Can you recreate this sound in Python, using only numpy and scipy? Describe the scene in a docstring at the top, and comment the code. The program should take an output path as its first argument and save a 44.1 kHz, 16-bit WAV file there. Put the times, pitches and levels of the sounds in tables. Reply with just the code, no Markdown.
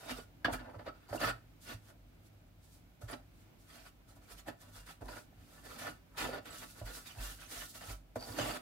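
"""A kitchen counter: fingers rub fat into flour in a steel bowl, close to a small stereo microphone.
Flour hiss is coloured noise and crumb clicks; scrapes, knocks and skids ring decaying steel modes.
Crushed grit rasps under the nails and flicked crumbs ping the bowl. Pushes and the drag of the palm
ring low counter modes; shaped noise, a wavering low hum and room resonances lie underneath."""
import sys
import numpy as np
from scipy import signal
from scipy.fft import rfft, irfft, next_fast_len
from scipy.io import wavfile
from scipy.ndimage import uniform_filter1d

SR = 44100
rng = np.random.default_rng(int(sys.argv[2]) if len(sys.argv) > 2 else 0)


def wav_out(sig):
    """Save sig, one row per channel (or a flat mono array), as 16-bit PCM at SR to the path in sys.argv[1]."""
    wavfile.write(sys.argv[1], SR, np.round(np.clip(np.atleast_2d(sig).T, -1, 1) * 32767).astype(np.int16))


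N = 379701  # length in samples
OPPOSITE = np.array([[1], [-1]])  # left and right move against each other


def undb(db):
    """dB to gain."""
    return 10 ** (np.asarray(db) / 20)


def level(x, db=0):
    """Set the rms level."""
    return x * undb(db) / np.sqrt(np.mean(x ** 2))


def colour(x, curve):
    """Shape the spectrum along (pitch_hz, level_db) points, joined on a log frequency axis."""
    hz, db = np.transpose(curve)
    size = next_fast_len(N)
    f = np.maximum(np.arange(size // 2 + 1) * SR / size, 1)
    gain = undb(np.interp(np.log(f), np.log(hz), db))
    return irfft(rfft(x, size) * gain, size)[..., :N]


def ring(x, hz, t60):
    """Drive one decaying mode; the result is a complex swing."""
    pole = np.exp((2j * np.pi * hz - np.log(1000) / max(t60, .003)) / SR)
    return signal.lfilter([1], [1, -pole], x)


def walk(rate):
    """Random levels held 1 / rate s and slewed twice; spread near 1."""
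    k = int(SR / rate)
    steps = np.repeat(rng.standard_normal(N // k + 1), k)
    return 1.39 * uniform_filter1d(uniform_filter1d(steps, k), k)[:N]


LARGEST_GRAIN = 4.2  # cap on a grain's size, in spreads


def grains(rate, spread_db):
    """Random clicks of either sign, rate per second; a few are much larger than the rest."""
    fall, size, sign = rng.random(N), rng.exponential(size=N), rng.standard_normal(N)
    clicks = (fall < rate / SR) * sign
    return level(clicks * undb(spread_db * np.minimum(size, LARGEST_GRAIN)))


def pair(likeness):
    """Left and right noise that share part of their motion."""
    mid, side = rng.standard_normal((2, N))
    return mid * np.sqrt((1 + likeness) / 2) + side * np.sqrt((1 - likeness) / 2) * OPPOSITE


def sides(pan_db):
    """Left and right gains, pan_db apart."""
    return undb(np.array([pan_db, -pan_db]) / 2)


def ports(swing, k, hz):
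    """Each lobed mode reaches the two microphone ports out of step, more so at higher pitch up to a cap."""
    turn = np.exp(.5j * (-1) ** k * min(hz / 330, 1.5))
    return np.array([(swing * turn).imag, (swing / turn).imag])


ROUND = 1.14  # above 1 the top of a swell is rounded


def swells(times, levels_db, swell_db):
    """Summed power, in dB, of events that rise, hold and fall."""
    power = np.full((levels_db.shape[1], N), 1e-18)
    for (s, rise, hold, fall), db in zip(times, levels_db):
        first = max(int((s - 3 * rise) * SR), 0)
        last = min(int((s + hold + 3 * fall) * SR), N)
        t = np.arange(first, last) / SR - s
        drop = (np.maximum(-t / rise, 0) + np.maximum((t - hold) / fall, 0)) ** ROUND
        power[:, first:last] += undb(2 * (db[:, None] - np.outer(swell_db, drop)))
    return 10 * np.log10(power)


# spectrum of the room air: pitch_hz, relative level_db (per Hz)
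AIR_CURVE = [(18, -16), (34, -14), (48, -3.5), (103, -5.5), (194, -9.5), (287, -6.5), (426, -20),
             (666, -18), (962, -26.5), (1460, -25), (1910, -29.5), (2170, -26), (9460, -42), (14800, -33.5),
             (16000, -38)]
AIR_DB = -64.5  # rms before the slight pan
# low hum and room resonances: pitch_hz, waver_width_hz, rms level_db
LOW_TONES = [(46.7, 11, -65), (100.3, 4.8, -67), (164, 14, -72.5)]


def kitchen():
    """Room air, most alike left and right in the bass; noise rings the wavering low hum and room resonances."""
    mid, side = colour(rng.standard_normal((2, N)), AIR_CURVE) * undb(1.0 * walk(4.2))
    side = colour(side, [(60, -10.5), (250, -5.5), (1500, 1.0)])
    air = level(mid + side * OPPOSITE, AIR_DB) * sides(-1.1)[:, None]
    tones = 0
    for hz, width_hz, db in LOW_TONES:
        t60 = np.log(1000) / np.pi / width_hz  # a wider resonance dies sooner
        tones = tones + level(ring(rng.standard_normal(N), hz, t60).imag, db)
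    return air + tones


# one row per swell of rubbing or of rattle after a knock: full_force_s, rise_s, hold_s, fall_s,
# then relative hiss level_db, steel contact level_db and brightness_db
HAND_SWELLS = [(.005, .05, 0.039, .08, -64, -61, 0), (0.054, 0.046, .15, 0.058, -60.5, -58.5, -1),
               (0.113, 0.062, .005, .04, -52.5, -45, 2), (0.175, 0.034, 0.0086, 0.054, -60, -53, -3.5),
               (0.446, 0.0013, 0.0062, 0.025, -71, -30, 0.5),
               (0.495, 0.068, 0.0084, 0.033, -76, -49.5, -12),
               (0.532, 0.021, .005, 0.041, -46.5, -43.5, -3), (0.593, .006, .01, 0.038, -76, -59, 0),
               (0.618, .04, 0.25, .04, -82, -72, -13.5), (0.644, 0.0065, 0.0089, 0.037, -83, -60.5, -2.5),
               (0.696, 0.0066, 0.0057, 0.049, -84, -70, -2),
               (0.735, 0.0061, 0.018, 0.057, -83, -60.5, -8.5),
               (0.792, 0.0073, .003, 0.055, -84, -54.5, -7), (.866, 0.019, 0.017, 0.026, -71, -46, -5),
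               (.96, 0.066, 0.13, .04, -83, -72.5, -2), (1.089, 0.0072, 0.0086, 0.1, -62.5, -58.5, -7),
               (1.127, .01, .005, .03, -63, -52, -9), (1.157, .04, .005, 0.039, -49.5, -51, -10),
               (1.206, 0.025, 0.092, 0.029, -49.5, -40, -1), (1.62, .02, 0.024, 0.12, -62, -86, -3),
               (1.691, 0.08, 0.038, 0.052, -56, -54, 0.5), (1.86, 0.089, 0.011, 0.07, -69, -70, -1.5),
               (1.898, 0.056, .003, 0.039, -65.5, -66, -3), (2.268, 0.05, .003, 0.025, -68, -82, -9),
               (2.644, 0.058, .01, .08, -69, -87, 3), (2.725, 0.098, .03, 0.086, -66.5, -79, -5),
               (3.016, 0.011, .01, 0.11, -62, -66, -6), (3.086, .012, 0.051, 0.045, -58, -51.5, -2.5),
               (3.417, 0.13, .003, 0.043, -71.5, -77, 1), (3.593, .03, 0.054, .05, -72, -86, -2),
               (3.7, 0.068, 0.18, .04, -64.5, -64.5, 1), (3.748, .05, .01, .06, -74, -60, -1),
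               (4.092, 0.034, 0.02, 0.069, -68, -67.5, -5), (4.164, .02, .005, 0.031, -67, -68, -7),
               (4.24, .1, .01, .1, -72, -71, -3), (4.325, 0.07, .003, 0.051, -57, -56.5, -1),
               (4.392, 0.042, .003, 0.032, -58.5, -58.5, 4),
               (4.482, 0.026, 0.0024, 0.041, -55.5, -44.5, -4.5),
               (4.609, 0.032, 0.019, 0.063, -63.5, -65, -0.5), (4.68, 0.069, .01, .05, -74, -67, -2.5),
               (4.768, .09, .003, 0.12, -57.5, -59.5, -0.5),
               (4.866, 0.019, 0.048, 0.056, -59.5, -59.5, 1.5),
               (5.012, 0.0088, .003, 0.068, -69, -58.5, -11), (5.06, 0.066, 0.011, 0.055, -66, -66, -9),
               (5.084, .008, .003, 0.049, -64, -50, -3), (5.11, 0.056, 0.074, 0.077, -58.5, -58.5, -2),
               (5.25, .01, .003, 0.017, -76, -77, 0), (5.42, 0.13, 0.024, 0.27, -73, -76, 3),
               (5.496, 0.055, .1, 0.07, -66, -67.5, -3), (5.657, 0.064, 0.011, 0.074, -58, -60, -3),
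               (5.708, 0.064, 0.031, 0.12, -59, -56.5, 0), (5.789, 0.023, 0.027, 0.13, -52, -53, 2),
               (5.861, 0.15, 0.034, .045, -58.5, -47.5, -4), (6.18, 0.017, 0.038, 0.12, -48, -44.5, 4),
               (6.246, .1, 0.0046, 0.1, -54, -47, -8.5), (6.332, .05, 0.028, 0.04, -62.5, -52, -3.5),
               (6.382, .04, 0.0045, 0.016, -66, -47.5, -3.5), (6.457, 0.014, 0.051, 0.14, -61, -54, 0.5),
               (6.571, 0.14, 0.07, 0.048, -54.5, -56.5, 0), (6.705, 0.1, 0.0039, 0.073, -57, -64, 3),
               (6.797, .12, .005, .05, -58.5, -61, -1.5), (6.813, .008, 0.019, .03, -70, -58.5, -12.5),
               (6.86, .02, .04, 0.14, -58.5, -56, -0.5), (6.962, 0.14, .005, 0.092, -51, -55.5, -0.5),
               (7.02, .06, .01, .06, -62, -77, -3), (7.074, 0.048, .003, .12, -54.5, -54.5, 3.5),
               (7.183, 0.033, .003, 0.047, -60, -53.5, -5), (7.217, 0.069, .1, 0.061, -50.5, -55.5, 1.5),
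               (7.362, .05, .01, 0.054, -60.5, -78, 0), (7.41, 0.041, .01, 0.13, -55.5, -57, 3.5),
               (7.516, 0.05, 0.12, 0.088, -50, -55.5, 2.5), (7.7, .06, .01, .06, -55, -74, -5),
               (7.753, 0.028, .003, .1, -51.5, -57.5, 1.5), (7.811, 0.017, 0.013, .07, -64, -55, 0.5),
               (7.91, 0.13, .005, 0.059, -48.5, -51.5, 0), (8.158, .004, .003, 0.036, -53.5, -49.5, -10),
               (8.221, 0.063, .01, 0.12, -58, -56.5, -5), (8.278, 0.087, 0.042, 0.12, -53, -54, -5.5),
               (8.39, 0.048, 0.0059, .15, -49, -36.5, -2), (8.457, .15, 0.051, 0.093, -49, -44, -1.5),
               (8.546, .08, 0.024, 0.03, -54.5, -43.5, -0.5)]
# how far each level climbs in the rise time and drops in the fall time:
# flour_db, palm_db, fingertips_db, nails_db
SWELL_DEPTHS = (20.8, 26, 23.6, 25)
# relative levels of the idle hand: flour_db, palm_db, fingertips_db, nails_db
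IDLE_HAND = (-84, -75, -87, -94.5)
PALM_DB, NAIL_DB = 0.5, -2.5  # offsets from the fingertip level


def rubbing():
    """Swells as four levels in dB: flour hiss, palm, fingertips, nails; bright swells favour the nails."""
    rows = np.array(HAND_SWELLS)
    hiss, steel, bright = rows[:, 4:].T
    palm, nails = steel + PALM_DB - bright, steel + NAIL_DB + bright
    busy = swells(rows[:, :4], np.array([hiss, palm, steel, nails]).T, SWELL_DEPTHS)
    return 10 * np.log10(undb(2 * busy) + undb(2 * np.array(IDLE_HAND))[:, None])


# hiss spectrum: pitch_hz, relative level_db (per Hz)
FLOUR_CURVE = [(1500, -38), (3500, 1), (6000, 0.5), (9000, 1), (11500, -0.5), (14000, -3), (16000, -7.5)]


def flour(hiss_db):
    """Countless dry grains slide over each other in quick surges; crumbs add a faint crackle."""
    crumbs = np.array([grains(880, 2.6) for port in range(2)])
    rub = colour(pair(0.031) + undb(-6.5) * crumbs, FLOUR_CURVE)
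    surging = rub * undb(1.17 * walk(75))
    return level(surging, 0.32) * undb(hiss_db)


# modes of the flour-damped steel bowl, low to high: pitch_hz, relative level_db, t60_s
BOWL_MODES = [(250, -4, 0.15), (301.4, 0, 0.052), (350, -13, 0.012), (411, -7, 0.026), (495, -2.5, 0.059),
              (603, 0.5, 0.039), (676.4, 5, 0.035), (763, -3, 0.048), (861, -1.5, 0.043),
              (974, -5.5, 0.054), (1143, -9, 0.072), (1311, 0.5, 0.046), (1447, 0.5, 0.048),
              (1530, 0.5, 0.024), (1640, -7, 0.0076), (1764, 1, 0.033), (1946, -5, 0.017),
              (2355, -10, 0.037), (2602, -10, 0.057), (2780, -15.5, 0.13), (3036, -6, 0.024),
              (3454, -7, 0.031), (3800, -8, 0.024), (4240, -11.5, 0.035), (4560, -3.5, 0.027),
              (4863, -10.5, 0.038), (5490, -20, 0.0075)]


def scrape(modes, contact_db, wander_db):
    """Stick-slip on the steel: dense uneven slips ring the modes while the touched spot wanders."""
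    slips = grains(2500, 2.06) * undb(contact_db)
    out, power = 0, 0
    for k, (hz, db, t60) in enumerate(modes):
        smooth = 0.98 * undb(contact_db) * rng.standard_normal(N)
        force = (slips + smooth) * undb(db + wander_db * walk(16))
        out = out + ports(ring(force, hz, t60), k, hz)
        # what a steady unit force stores in the mode
        power += undb(2 * db) * t60 * SR / (4 * np.log(1000))
    return out / np.sqrt(power)


# rasp spectrum: pitch_hz, relative level_db (per Hz)
GRIT_CURVE = [(900, -20.5), (1900, 5), (3200, -2.5), (4700, -5.5), (6000, -19), (9000, -25)]


def grit(rasp_db):
    """Grains crushed under the nails, heard directly: coloured noise and clicks."""
    crushed = colour(pair(0.12) + 0.38 * grains(2500, 3.3), GRIT_CURVE)
    return level(crushed, -4.0) * undb(rasp_db)


def pings(rasp_db):
    """Hard crumbs flick the steel: brief high tones, each from its own spot toward the right."""
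    t = np.arange(SR // 40) / SR
    out = np.zeros((2, N + len(t)))
    for at, pitch, size, side in rng.random((5000, 4)):
        hz = 2300 * 5.5 ** pitch
        shape = (t / .004) * np.exp(1 - t / 0.0049)
        swing = np.sin(2 * np.pi * hz * t + np.array([[0], [6 * side]])) * shape
        # a few flicks are far stronger; higher pings are weaker
        strength_db = -2.4 * np.log(1 - size) - 5.0 * pitch
        pan_db = 13.0 * (side - 1.5) * OPPOSITE
        i = int(at * N)
        out[:, i:i + len(t)] += swing * undb(strength_db + pan_db)
    return level(out[:, :N], -2) * undb(rasp_db)


# the bowl pressed on the counter: start_s, then relative low_mode_db, middle_mode_db, upper_mode_db
PUSHES = [(0.098, -53, -55, -65), (0.446, -48, -48, -36), (0.517, -48, -45, -38), (0.759, -63, -46.5, -64),
          (0.869, -61, -58, -66), (1.104, -66, -46, -60), (1.248, -61, -75, -33), (1.737, -67, -47, -47),
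          (3.028, -48.5, -44.5, -37), (4.169, -62, -65, -73), (4.29, -52, -66, -66), (4.49, -63, -66, -53),
          (4.742, -56, -78, -69), (5.008, -44.5, -50, -56), (5.369, -59, -73, -72), (5.8, -65, -59, -61),
          (6.181, -52, -65, -64), (6.548, -56, -68, -71), (6.808, -40.5, -43, -65),
          (7.168, -39, -47.5, -46), (7.547, -53, -60, -65), (7.875, -43, -48, -66), (8.153, -55, -51, -42),
          (8.291, -54, -47, -53), (8.395, -52, -66, -30)]
# counter modes: pitch_hz, t60_s, push gain_db, drag gain_db
COUNTER_MODES = [(47.4, 0.46, 17, -42.5), (107, 0.23, 17, -49), (115, 0.53, 2.5, -50.5)]


def counter(press_db):
    """Soft pushes and the drag of the palm ring the low modes of the counter top."""
    out, rows = 0, np.array(PUSHES)
    drag = rng.standard_normal(N) * undb(press_db)
    for k, (hz, t60, push_db, drag_db) in enumerate(COUNTER_MODES):
        push = np.zeros(N)
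        push[(rows[:, 0] * SR).astype(int)] = undb(rows[:, k + 1] + push_db) / 2
        soft = np.hanning(int(1.1 * SR / hz))  # the flesh spreads the push over about one swing
        force = np.convolve(push, soft / soft.sum())[:N] + undb(drag_db) * drag
        out = out + ring(force, hz, t60).imag
    # the palm also shakes a heavily damped mode just above them
    out = out + ring(undb(-39.5) * drag, 147.6, 0.12).imag
    return out * sides(-1.8)[:, None]


# knuckles and nails on the steel: start_s, relative level_db, tap pitch_hz, brightness_db
BLOWS = [(.185, -36.5, 460, -11), (.447, -17, 1640, -17), (.456, -28, 1270, -10), (.482, -23, 713, -36),
         (.584, -42.5, 1640, -11), (0.645, -51, 1530, -12), (.699, -56, 1530, -11), (0.743, -45, 1300, -16),
         (.792, -43, 470, -18), (.866, -36, 606, -20), (0.875, -31, 550, -25), (1.088, -45, 724, -17),
         (1.128, -25.5, 598, -25), (1.147, -28, 640, -24), (1.178, -39, 2780, -16), (1.213, -27, 610, -11),
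         (1.231, -25, 653, -15), (1.256, -42, 1280, -16), (3.022, -50, 1390, -17), (4.103, -61, 624, -16),
         (4.168, -54, 635, -19), (4.484, -38.5, 1750, -18), (4.905, -46, 794, -13), (5.019, -57, 670, -25),
         (5.087, -38, 980, -12), (5.326, -56, 670, -6), (5.378, -60, 700, -2), (5.435, -67, 2500, -2),
         (5.715, -41.5, 1210, -6), (6.29, -30.5, 543, -31), (6.355, -40, 620, -16), (6.383, -47, 686, -11),
         (6.815, -37, 620, -13), (8.158, -25.5, 627, -20), (8.166, -34.5, 480, -28), (8.387, -26, 616, -20)]
RATTLE_S = 0.0067  # decay time of the chatter in a blow


def knocks():
    """A blow with a few ms of rattle rings all the bowl modes; a tap of a few swings and a crack join it."""
    rows, t = np.array(BLOWS), np.arange(SR // 20) / SR
    spots = rng.standard_normal((len(rows), len(BOWL_MODES)))
    rattles = rng.standard_normal((len(rows), len(t)))
    mode_hz = np.array(BOWL_MODES)[:, 0]
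    shapes = [undb(db) * ports(ring(t == 0, hz, t60), k, hz)
              for k, (hz, db, t60) in enumerate(BOWL_MODES)]
    out = np.zeros((2, N + 2 * len(t)))
    for (s, db, tap_hz, bright_db), spot, rattle in zip(rows, spots, rattles):
        hard_hz = 3200 * undb(bright_db / 2)  # a harder, shorter contact reaches higher modes
        gains = undb(1.7 * spot) / (1 + (mode_hz / hard_hz) ** 2)
        blow = (rattle + 5.8 * (t == 0)) * np.exp(-t / RATTLE_S)
        steel = signal.fftconvolve(np.tensordot(gains, shapes, 1), blow[None], axes=1)
        steel *= undb(-9.0) / np.abs(steel).max()
        tap = np.sin(2 * np.pi * tap_hz * t) * (t / 0.0026) * np.exp(1 - t / 0.0021)
        steel[:, :len(t)] += undb(-3.0) * tap
        steel[:, :len(t)] += undb(bright_db - 20) * blow  # the crack of the contact itself
        i = int(s * SR)
        out[:, i:i + steel.shape[1]] += undb(db) * steel
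    return out[:, :N]


# a fingertip skidding on bare steel: full_force_s, rise_s, hold_s, fall_s, relative level_db
SQUEALS = [(1.087, .015, .1, .02, -72), (1.204, .012, .015, .005, -56), (8.193, 0.026, 0.045, .04, -62),
           (8.256, .03, .08, .02, -67)]
SKID_HZ, SKID_T60_S = 4630, 0.016


def skids():
    """Short uneven squeals of skin on steel: clicks ring one high mode."""
    rows = np.array(SQUEALS)
    level_db = swells(rows[:, :4], rows[:, 4:], SWELL_DEPTHS[-1:])[0]
    force = grains(280, 1.1) * undb(level_db - 7)
    return ports(ring(force, SKID_HZ, SKID_T60_S), 0, SKID_HZ)


ROOM_T60_S, ROOM_DB = 0.25, -10  # tail decay; send gain before the tail's own colour


def room(dry):
    """Tiled walls return a short, duller tail of decaying noise, different at each port."""
    t = np.arange(int(SR * .6)) / SR
    decay = np.exp(-np.log(1000) * t / ROOM_T60_S)
    tail = rng.standard_normal((2, len(t))) * decay * (t > .004)  # a 4 ms gap first
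    tail /= np.sqrt(np.sum(tail ** 2, 1, keepdims=True))
    wet = signal.fftconvolve(dry, tail, axes=1)[:, :N]
    return undb(ROOM_DB) * colour(wet, [(200, -12), (400, 3), (3000, 0.0), (12000, -3.5)])


# stereo balance of the bowl, off to the right: pitch_hz, left_minus_right_db
BOWL_LEAN = [(60, -2), (110, 7), (200, -2), (380, -7.5), (700, -2), (1290, -1), (2380, 0.5), (4400, -0.5),
             (8120, 0), (15000, -6.5)]


def scene():
    """The hand in the bowl, its echo, the counter and the kitchen."""
    hiss_db, press_db, scrape_db, rasp_db = rubbing()
    chatter_db = 2.5 * walk(70)  # the fingers catch and let go
    palm = scrape(BOWL_MODES[:10], press_db + chatter_db - 6.0, 3.28)
    fingertips = scrape(BOWL_MODES[10:17], scrape_db + chatter_db - 5.0, 2.5)
    nails = scrape(BOWL_MODES[17:], rasp_db + chatter_db - 8.0, 2.7)
    steel = palm + fingertips + nails + knocks() + skids()
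    # a small bowl radiates little below its first mode
    steel = signal.sosfilt(signal.butter(8, 228, "high", fs=SR, output="sos"), steel)
    crumbs = pings(np.minimum(rasp_db, hiss_db + 1))  # crumbs fly only where flour moves
    hand = steel + flour(hiss_db) + grit(rasp_db + chatter_db) + crumbs
    left = colour(hand[0], [(hz, db / 2) for hz, db in BOWL_LEAN])
    right = colour(hand[1], [(hz, -db / 2) for hz, db in BOWL_LEAN])
    hand = np.array([left, right])
    return hand + room(hand) + counter(press_db) + kitchen()


TOP_HZ = 15780


def record(dry):
    """The microphone drops the deepest bass; the recorder cuts the top steeply."""
    dry = signal.sosfilt(signal.butter(6, 39, "high", fs=SR, output="sos"), dry)
    return signal.sosfilt(signal.ellip(12, .2, 60, TOP_HZ, fs=SR, output="sos"), dry)


dry = scene()
out = record(dry)
wav_out(out)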